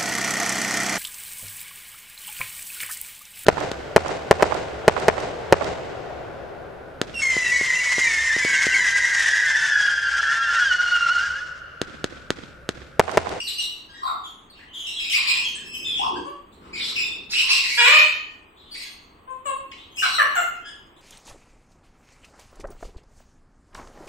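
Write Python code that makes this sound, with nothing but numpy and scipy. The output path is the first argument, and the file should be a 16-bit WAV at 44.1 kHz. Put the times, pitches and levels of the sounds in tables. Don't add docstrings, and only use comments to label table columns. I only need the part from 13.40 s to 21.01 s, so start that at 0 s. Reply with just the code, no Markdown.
import sys
import numpy as np
from scipy import signal
from scipy.fft import rfft, irfft, next_fast_len
from scipy.io import wavfile
from scipy.ndimage import uniform_filter1d, minimum_filter1d

SR = 44100
rng = np.random.default_rng(int(sys.argv[2]) if len(sys.argv) > 2 else 0)


def invert_db(x):
    u = np.asarray(x, float) / 20
    return 10 ** u


def output_pcm(signal):
    pcm = np.clip(np.atleast_2d(signal).T, -1, 1) * 32767
    wavfile.write(sys.argv[1], SR, np.round(pcm).astype(np.int16))


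N = 335601

# start in seconds, length in seconds, pitch in Hz, level in dB.
WHISTLES = [(0.0, 0.18, 4625, -37.5), (.655, 0.043, 3706, -37.5), (1.114, 0.033, 3760, -50),
            (1.26, 0.18, 2995, -49), (1.555, 0.051, 3298, -31), (2.44, 0.091, 3540, -30),
            (2.5, 0.12, 3333, -32), (3.4, 0.065, 3560, -36), (3.62, .13, 3580, -38),
            (4.52, 0.079, 2479, -10.5), (5.44, 0.066, 1664, -58), (5.45, 0.042, 3400, -48),
            (6.64, 0.21, 5820, -40.5), (7.15, 0.039, 2610, -48.5), (7.21, 0.11, 3094, -48)]
# start in seconds, length in seconds, pitch in Hz, level in dB.
PEEPS = [(.178, 0.036, 2838, -29.5), (.48, 0.19, 1634, -54), (.535, 0.074, 1883, -48.5),
         (1.096, 0.031, 4384, -44.5), (2.228, 0.3, 2603, -42), (2.335, 0.041, 3066, -37),
         (2.753, 0.035, 1605, -38), (4.372, 0.067, 1672, -23), (5.305, 0.15, 8900, -41),
         (6.5, 0.12, 3180, -52.5), (6.575, .1, 2867, -33), (7.245, 0.071, 1674, -40.5)]
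# start in seconds, length in seconds, pitch in Hz, level in dB.
SCREECHES = [(.19, 0.068, 3894, -33.5), (.832, 0.046, 3374, -42), (1.325, .14, 3274, -37),
             (1.44, 0.29, 3770, -40.5), (1.46, 0.065, 2838, -34), (1.584, .14, 2550, -35),
             (1.72, 0.061, 2442, -27), (1.865, 0.072, 2496, -25.5), (1.865, 0.049, 4280, -31.5),
             (1.96, 0.057, 2627, -30), (2.04, 0.046, 3203, -28.5), (2.15, 0.091, 1704, -42.5),
             (2.571, 0.066, 2788, -37.5), (3.325, 0.099, 2357, -35), (3.552, 0.083, 2590, -24),
             (3.92, 0.096, 2540, -28.5), (3.945, 0.085, 2842, -25), (4.09, 0.15, 2623, -26.5),
             (5.309, 0.055, 4550, -41), (5.39, .07, 4420, -46), (6.052, 0.037, 7600, -38),
             (5.4, 0.086, 6580, -48), (6.565, 0.047, 2570, -36), (6.64, .13, 4150, -35.5)]
# start in seconds, length in seconds, pitch in Hz, level in dB.
RASPS = [(0.0, 0.012, 2790, -16), (.066, 0.032, 4206, -28), (.07, 0.058, 3014, -35),
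         (.18, 0.055, 3050, -41), (.625, 0.066, 4255, -43), (1.692, 0.048, 3030, -25),
         (1.74, .25, 1093, -47), (2.15, 0.014, 8200, -18.5), (2.85, 0.048, 7100, -58),
         (3.115, 0.048, 3810, -61.5), (4.0, .27, 1103, -47), (5.9, 0.021, 7650, -42.5),
         (4.2, 0.2, 2313, -32), (5.335, 0.11, 2350, -43), (6.555, 0.082, 7410, -36.5),
         (6.62, .06, 1227, -27.5), (6.95, 0.028, 7210, -26.5), (7.56, 0.054, 3460, -60)]
# start in seconds, length in seconds, pitch in Hz, level in dB.
WHEEZES = [
    (.66, 0.068, 2210, -53),
    (1.14, 0.069, 2674, -53),
    (1.185, 0.067, 1833, -53),
    (2.6, 0.084, 5260, -46),
    (3.552, .071, 4950, -36),
    (5.153, 0.26, 3510, -57),
    (6.37, 0.085, 3440, -51),
]
# start in seconds, length in seconds, pitch in Hz, level in dB.
HUFFS = [
    (3.18, 0.57, 1096, -57),
    (3.35, 0.16, 4147, -35),
    (3.89, .18, 4567, -32),
    (4.06, .26, 4624, -29.5),
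    (5.33, .13, 4550, -46.5),
    (6.313, 0.019, 2670, -38.5),
    (1.75, 0.24, 3490, -36),
]
# start in seconds, pulses per second, level in dB, first and last resonance in Hz.
GROWLS = [
    (0.617, 51.4, -27.5, 1108, 1102),
    (0.638, 74, -41, 801, 795),
    (2.589, 65, -26.5, 759, 1076),
    (2.702, 46, -35.5, 358.2, 312),
]
# start in seconds, first and last pitch in Hz, level in dB, mouth resonance in Hz.
HONKS = [
    (2.85, 552.3, 572.5, -36.5, 1040),
    (5.872, 533, 510.4, -38, 1035),
    (6.052, 600, 527.6, -26.5, 980),
]
# start in seconds, first and last pitch in Hz, level in dB, mouth resonance in Hz.
SCREAM = [
    (4.364, 477.3, 632.4, -9.5, 2440),
]
# start in seconds, first and last pitch in Hz, level in dB, mouth resonance in Hz.
BARKS = [
    (6.621, 818.4, 704, -24, 1620),
    (6.782, 662, 584.3, -14, 1692),
    (6.953, 810, 668, -18.5, 1160),
]
# frequency in Hz, level in dB.
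HONK_THROAT = [(500, 5.5), (1100, 17.5), (1650, -0.5), (2200, -9), (2700, 1.5), (3300, -7.5), (3800, -12),
               (5000, -23.5), (6000, -53), (7500, -72), (9000, 10.5), (11000, -52), (14000, -26)]
SCREAM_THROAT = [(500, -21), (1100, -7), (1450, -10), (1800, -10), (2900, -10), (3500, -11), (4500, -18.5),
                 (7500, -16), (11000, -29), (15000, -23.5)]
BARK_THROAT = [(600, -22), (1200, -3.5), (2100, -20.5), (2900, -18.5), (4000, -38.5), (5000, -45),
               (5800, -44), (7500, -32.5), (9000, -22.5), (11000, -41), (14000, -28.5)]
QUICK_DROP = [(0, 0), (.3, .7), (1, 1)]
LATE_RISE = [(0, 0.015), (.35, 0.018), (.53, .6), (.85, .92), (1, 0.81)]
# frequency in Hz, density in dB per Hz.
HUM = [(12, -23), (20, 8), (146, -12.5), (305, -1.5), (541, -9), (1160, -2.5), (1410, -11.5), (3360, -17),
       (5200, -50.5), (6000, -37.5), (6830, -46), (8270, -21.5), (9730, -58), (13500, -30)]
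# time in seconds, rustle in dB.
STIR = [(0.0, -59.5), (1.3, -61.5), (1.7, -60), (2.54, -48.5), (2.79, -44.5), (2.98, -65), (3.24, -50.5),
        (3.45, -47.5), (4.09, -56), (5.19, -63.5), (6.88, -57), (7.6, -63)]
# frequency in Hz, left-right likeness from 0 to 1.
LIKENESS = [(30, 0.9), (200, 0.94), (400, 0.68), (800, 0.032), (1500, .0), (15000, 0.94)]
# from seconds, lead of the left port in samples (negative: right leads), left-
# right difference in dB.
BEARING = [
    (0, -20.5, 1),
    (.45, 20.5, 1),
    (1.0, 26, 1),
    (2.55, 23.5, 5),
    (3.3, 25, 1.5),
    (3.9, -4.5, -1.5),
    (5.1, 26, 1.5),
    (6.03, -18, 7),
    (6.3, 25, 2.5),
]
# frequency in Hz, time to fall 60 dB in seconds.
ROOM_T60 = [(300, 0.56), (1000, 0.55), (2500, 0.62), (5000, 0.56), (8000, 0.46), (13000, 0.49)]
# frequency in Hz, gain in dB.
MICROPHONE = [(50, -2.5), (4500, 2.5), (5300, -1), (6050, -8), (7300, -2.5), (8600, -4), (9600, -13.5),
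              (10700, -7), (12000, -11), (12900, -3), (14500, -10.5), (16000, -25)]
# frequency in Hz, threshold in spreads of chance.
STARVED = [(5000, -3), (6500, -1.4), (9000, -.6), (12000, -.1), (15500, .2)]


def at_hz(points, hz):
    table_hz, values = np.array(points).T
    return np.interp(np.log(np.maximum(hz, 1)), np.log(table_hz), values)


def rms_one(x):
    return x / np.sqrt(np.mean(x ** 2) + 1e-20)


def band_pass(x, order, band_hz):
    return signal.sosfilt(signal.butter(order, band_hz, "band", fs=SR, output="sos"), x)


def wander(rate_hz):
    r = np.exp(-2 * np.pi * rate_hz / SR)
    return rms_one(signal.lfilter([1], [1, -2 * r, r * r], rng.standard_normal(N)))


def coloured(x, points):
    length = x.shape[-1]
    size = next_fast_len(length)
    gain = invert_db(at_hz(points, np.fft.rfftfreq(size, 1 / SR)))
    return irfft(rfft(x, size) * gain, size)[..., :length]


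def diffuse(size):
    mid, side = rfft(rng.standard_normal((2, size)))
    alike = np.clip(at_hz(LIKENESS, np.fft.rfftfreq(size, 1 / SR)), -1, 1)
    ports = np.sqrt(1 + alike) * mid + np.sqrt(1 - alike) * side * [[1], [-1]]
    return irfft(ports, size) / np.sqrt(2)


def breath_span(start, length, attack, release):
    at = np.arange(round(start * SR), min(round((start + length) * SR), N))
    t = (at - at[0]) / SR
    rise = np.clip(t / attack, 0, 1)
    fall = np.clip((length - t) / release, 0, 1)
    return at, t / length, np.sin(np.pi / 2 * rise * fall) ** 2


def shrill():
    kinds = [(WHISTLES, 0.0251, -15), (PEEPS, 0.022, -3.5), (SCREECHES, 0.0487, -5.5),
             (RASPS, 0.095, -2.5), (WHEEZES, 0.0862, -15), (HUFFS, 0.2, -8.5)]
    sag_share = 0.0307
    out, flutter, throb = np.zeros(N), wander(195.5), wander(177)
    air = rng.standard_normal(N)
    stray = wander(14.05)
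    air = rms_one(band_pass(air, 2, [1800, 9000]))
    notes = [(*note, scatter, step_db) for kind, scatter, step_db in kinds for note in kind]
    for k, (start, length, hz, level_db, scatter, step_db) in enumerate(notes):
        at, progress, envelope = breath_span(start, length, 0.004 + 0.12 * length, 0.016)
        own = (at + 7919 * k) % N
        unsteady = flutter[own] + 0.4 * stray[own]
        unsteady = unsteady - unsteady.mean()
        pitch = hz * (1 + scatter * unsteady + sag_share * (0.5 - progress))
        phase = 2 * np.pi * np.cumsum(pitch) / SR
        tone = sum(invert_db(step_db * (n - 1)) * np.sin(n * phase) for n in range(1, 7) if n * hz < 15500)
        hiss = invert_db(-15.5) * air[own] * np.sqrt(scatter / 0.039) * (hz < 6000)
        effort_db = level_db + 1.3 * throb[own] + 3.18 * stray[at]
        out[at] += invert_db(effort_db) * envelope * (np.sqrt(2) * tone + hiss)
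    return out


def background():
    size = next_fast_len(N)
    out = invert_db(-54.5) * rms_one(coloured(diffuse(size), HUM))[:, :N]
    stir = diffuse(size)
    s, rustle_db = np.transpose(STIR)
    rumble_db = -60.5 + 0.54 * (rustle_db - rustle_db.mean())
    for level_db, band_hz in ((rustle_db, [170, 450]), (rumble_db, [35, 110])):
        low = band_pass(stir, 3, band_hz)[:, :N]
        out = out + invert_db(np.interp(np.arange(N) / SR, s, level_db)) * rms_one(low)
    return out


def growls():
    out, uneven, flutter = np.zeros(N), wander(38.2), wander(60)
    for start, per_s, level_db, first_hz, last_hz in GROWLS:
        at, progress, envelope = breath_span(start, 0.1804, 0.013, 0.12)
        slaps = np.cumsum(per_s * (1 + 0.298 * uneven[at]).clip(0.3) / SR)
        since_slap = slaps % 1 / per_s
        hz = first_hz + (last_hz - first_hz) * np.sqrt(progress)
        hz = hz * (1 + 0.086 * flutter[at])
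        ring = np.sin(2 * np.pi * np.cumsum(hz) / SR)
        ring = ring * since_slap ** 2 * np.exp(-since_slap / 0.0019)
        out[at] += invert_db(level_db) * envelope * rms_one(ring)
    return out


def honks(calls, length, throat, wobble, hoarse, mouth_width, attack, glide):
    out, flutter, turbulence = np.zeros(N), wander(107), wander(120)
    orders = np.arange(1, 34)[:, None]
    loudest_db = np.max(np.transpose(calls)[3])
    for start, first_hz, last_hz, level_db, mouth_hz in calls:
        at, progress, envelope = breath_span(start, length, attack, 0.018)
        travel = np.interp(progress, *np.transpose(glide))
        pitch = (first_hz + (last_hz - first_hz) * travel) * (1 + wobble * flutter[at])
        phase = 2 * np.pi * np.cumsum(pitch) / SR
        hz = orders * pitch
        effort = 0.4 * (level_db - loudest_db)
        mouth = 1 / (1 + ((hz - mouth_hz) / (mouth_width * mouth_hz)) ** 2)
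        throat_db = at_hz(throat, hz) + effort * np.log2(hz / mouth_hz).clip(0, 2)
        overtones = (invert_db(throat_db) + mouth) * np.sin(orders * phase) * (hz < 16000)
        stack = np.sum(overtones, axis=0)
        out[at] += invert_db(level_db) * envelope * rms_one(stack * (1 + hoarse * turbulence[at]))
    return out


def two_ports(x):
    s, delay, pan_db = np.transpose(BEARING)
    now = np.arange(N)
    place = np.searchsorted(s * SR, now, "right") - 1
    sides = np.array([[1], [-1]])
    arrival = now - 12 + sides * delay[place] / 2
    return np.interp(arrival, now, x) * invert_db(sides * pan_db[place] / 2)


def bedroom(x):
    size = SR
    t, field, tail = np.arange(size) / SR, diffuse(size), 0
    edges = 150 * 2 ** np.arange(0, 7.1, 0.5)
    for low, high in zip(edges, edges[1:]):
        band = band_pass(field, 2, [low, high])
        tail = tail + band * invert_db(-60 * t / at_hz(ROOM_T60, np.sqrt(low * high)))
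    tail = tail * np.clip((t - 0.003) / 0.0037, 0, 1)
    tail = tail / np.sqrt(np.sum(tail ** 2) / 2)
    return signal.fftconvolve(x[None], tail, axes=1)[:, :N]


def scene():
    soft = honks(HONKS, 0.078, HONK_THROAT, wobble=0.012, hoarse=0.13, mouth_width=0.05,
                 attack=0.008, glide=QUICK_DROP)
    barks = honks(BARKS, 0.0544, BARK_THROAT, wobble=0.04, hoarse=0.38, mouth_width=0.06,
                  attack=0.0026, glide=QUICK_DROP)
    scream = honks(SCREAM, 0.22, SCREAM_THROAT, wobble=0.017, hoarse=0.38, mouth_width=0.07,
                   attack=0.05, glide=LATE_RISE)
    birds = shrill() + growls() + soft + barks + scream
    birds = signal.sosfilt(signal.butter(4, 230, "high", fs=SR, output="sos"), birds)
    heard = invert_db(-2.5) * two_ports(birds) + invert_db(2.5) * bedroom(birds)
    return coloured(heard, MICROPHONE) + background()


def limiter(x, ceiling):
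    gain = np.minimum(1, ceiling / (np.abs(x).max(axis=0) + 1e-9))
    return x * uniform_filter1d(minimum_filter1d(gain, size=441), size=441)


def drop_masked(x, below_db, spread_db_per_khz, from_hz, chance_db):
    hz, t, cells = signal.stft(x, SR, nperseg=2048, noverlap=1024)
    bands = cells[:, :1024].reshape(2, 128, 8, -1)
    centre_hz = hz[4:1024:8]
    level_db = 10 * np.log10(np.mean(np.abs(bands) ** 2, axis=(0, 2)) + 1e-20)
    apart_khz = np.abs(centre_hz[:, None] - centre_hz) / 1000
    spread_db = level_db[None] - spread_db_per_khz * apart_khz[..., None]
    mask_db = np.max(spread_db[:, centre_hz > 1500], axis=1) - below_db
    lingering = rms_one(uniform_filter1d(rng.standard_normal(level_db.shape), size=4, axis=1))
    keep = np.clip((level_db - mask_db + chance_db * lingering) / 3.6, 0, 1)
    lottery = rms_one(uniform_filter1d(rng.standard_normal((64, len(t))), size=2, axis=1))
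    keep *= np.repeat(lottery, 2, axis=0) > at_hz(STARVED, centre_hz)[:, None]
    keep[centre_hz < from_hz] = 1
    cells[:, :1024] *= np.repeat(keep, 8, axis=0)
    return signal.istft(cells, SR, nperseg=2048, noverlap=1024)[1][:, :N]


def top_cut(x):
    return signal.sosfilt(signal.butter(12, 15960, fs=SR, output="sos"), x)


def record(dry):
    held = limiter(dry, ceiling=0.9)
    thinned = drop_masked(held, below_db=26.5, spread_db_per_khz=2.5, from_hz=3600, chance_db=8.5)
    return top_cut(thinned)


dry = scene()
out = record(dry)
output_pcm(out)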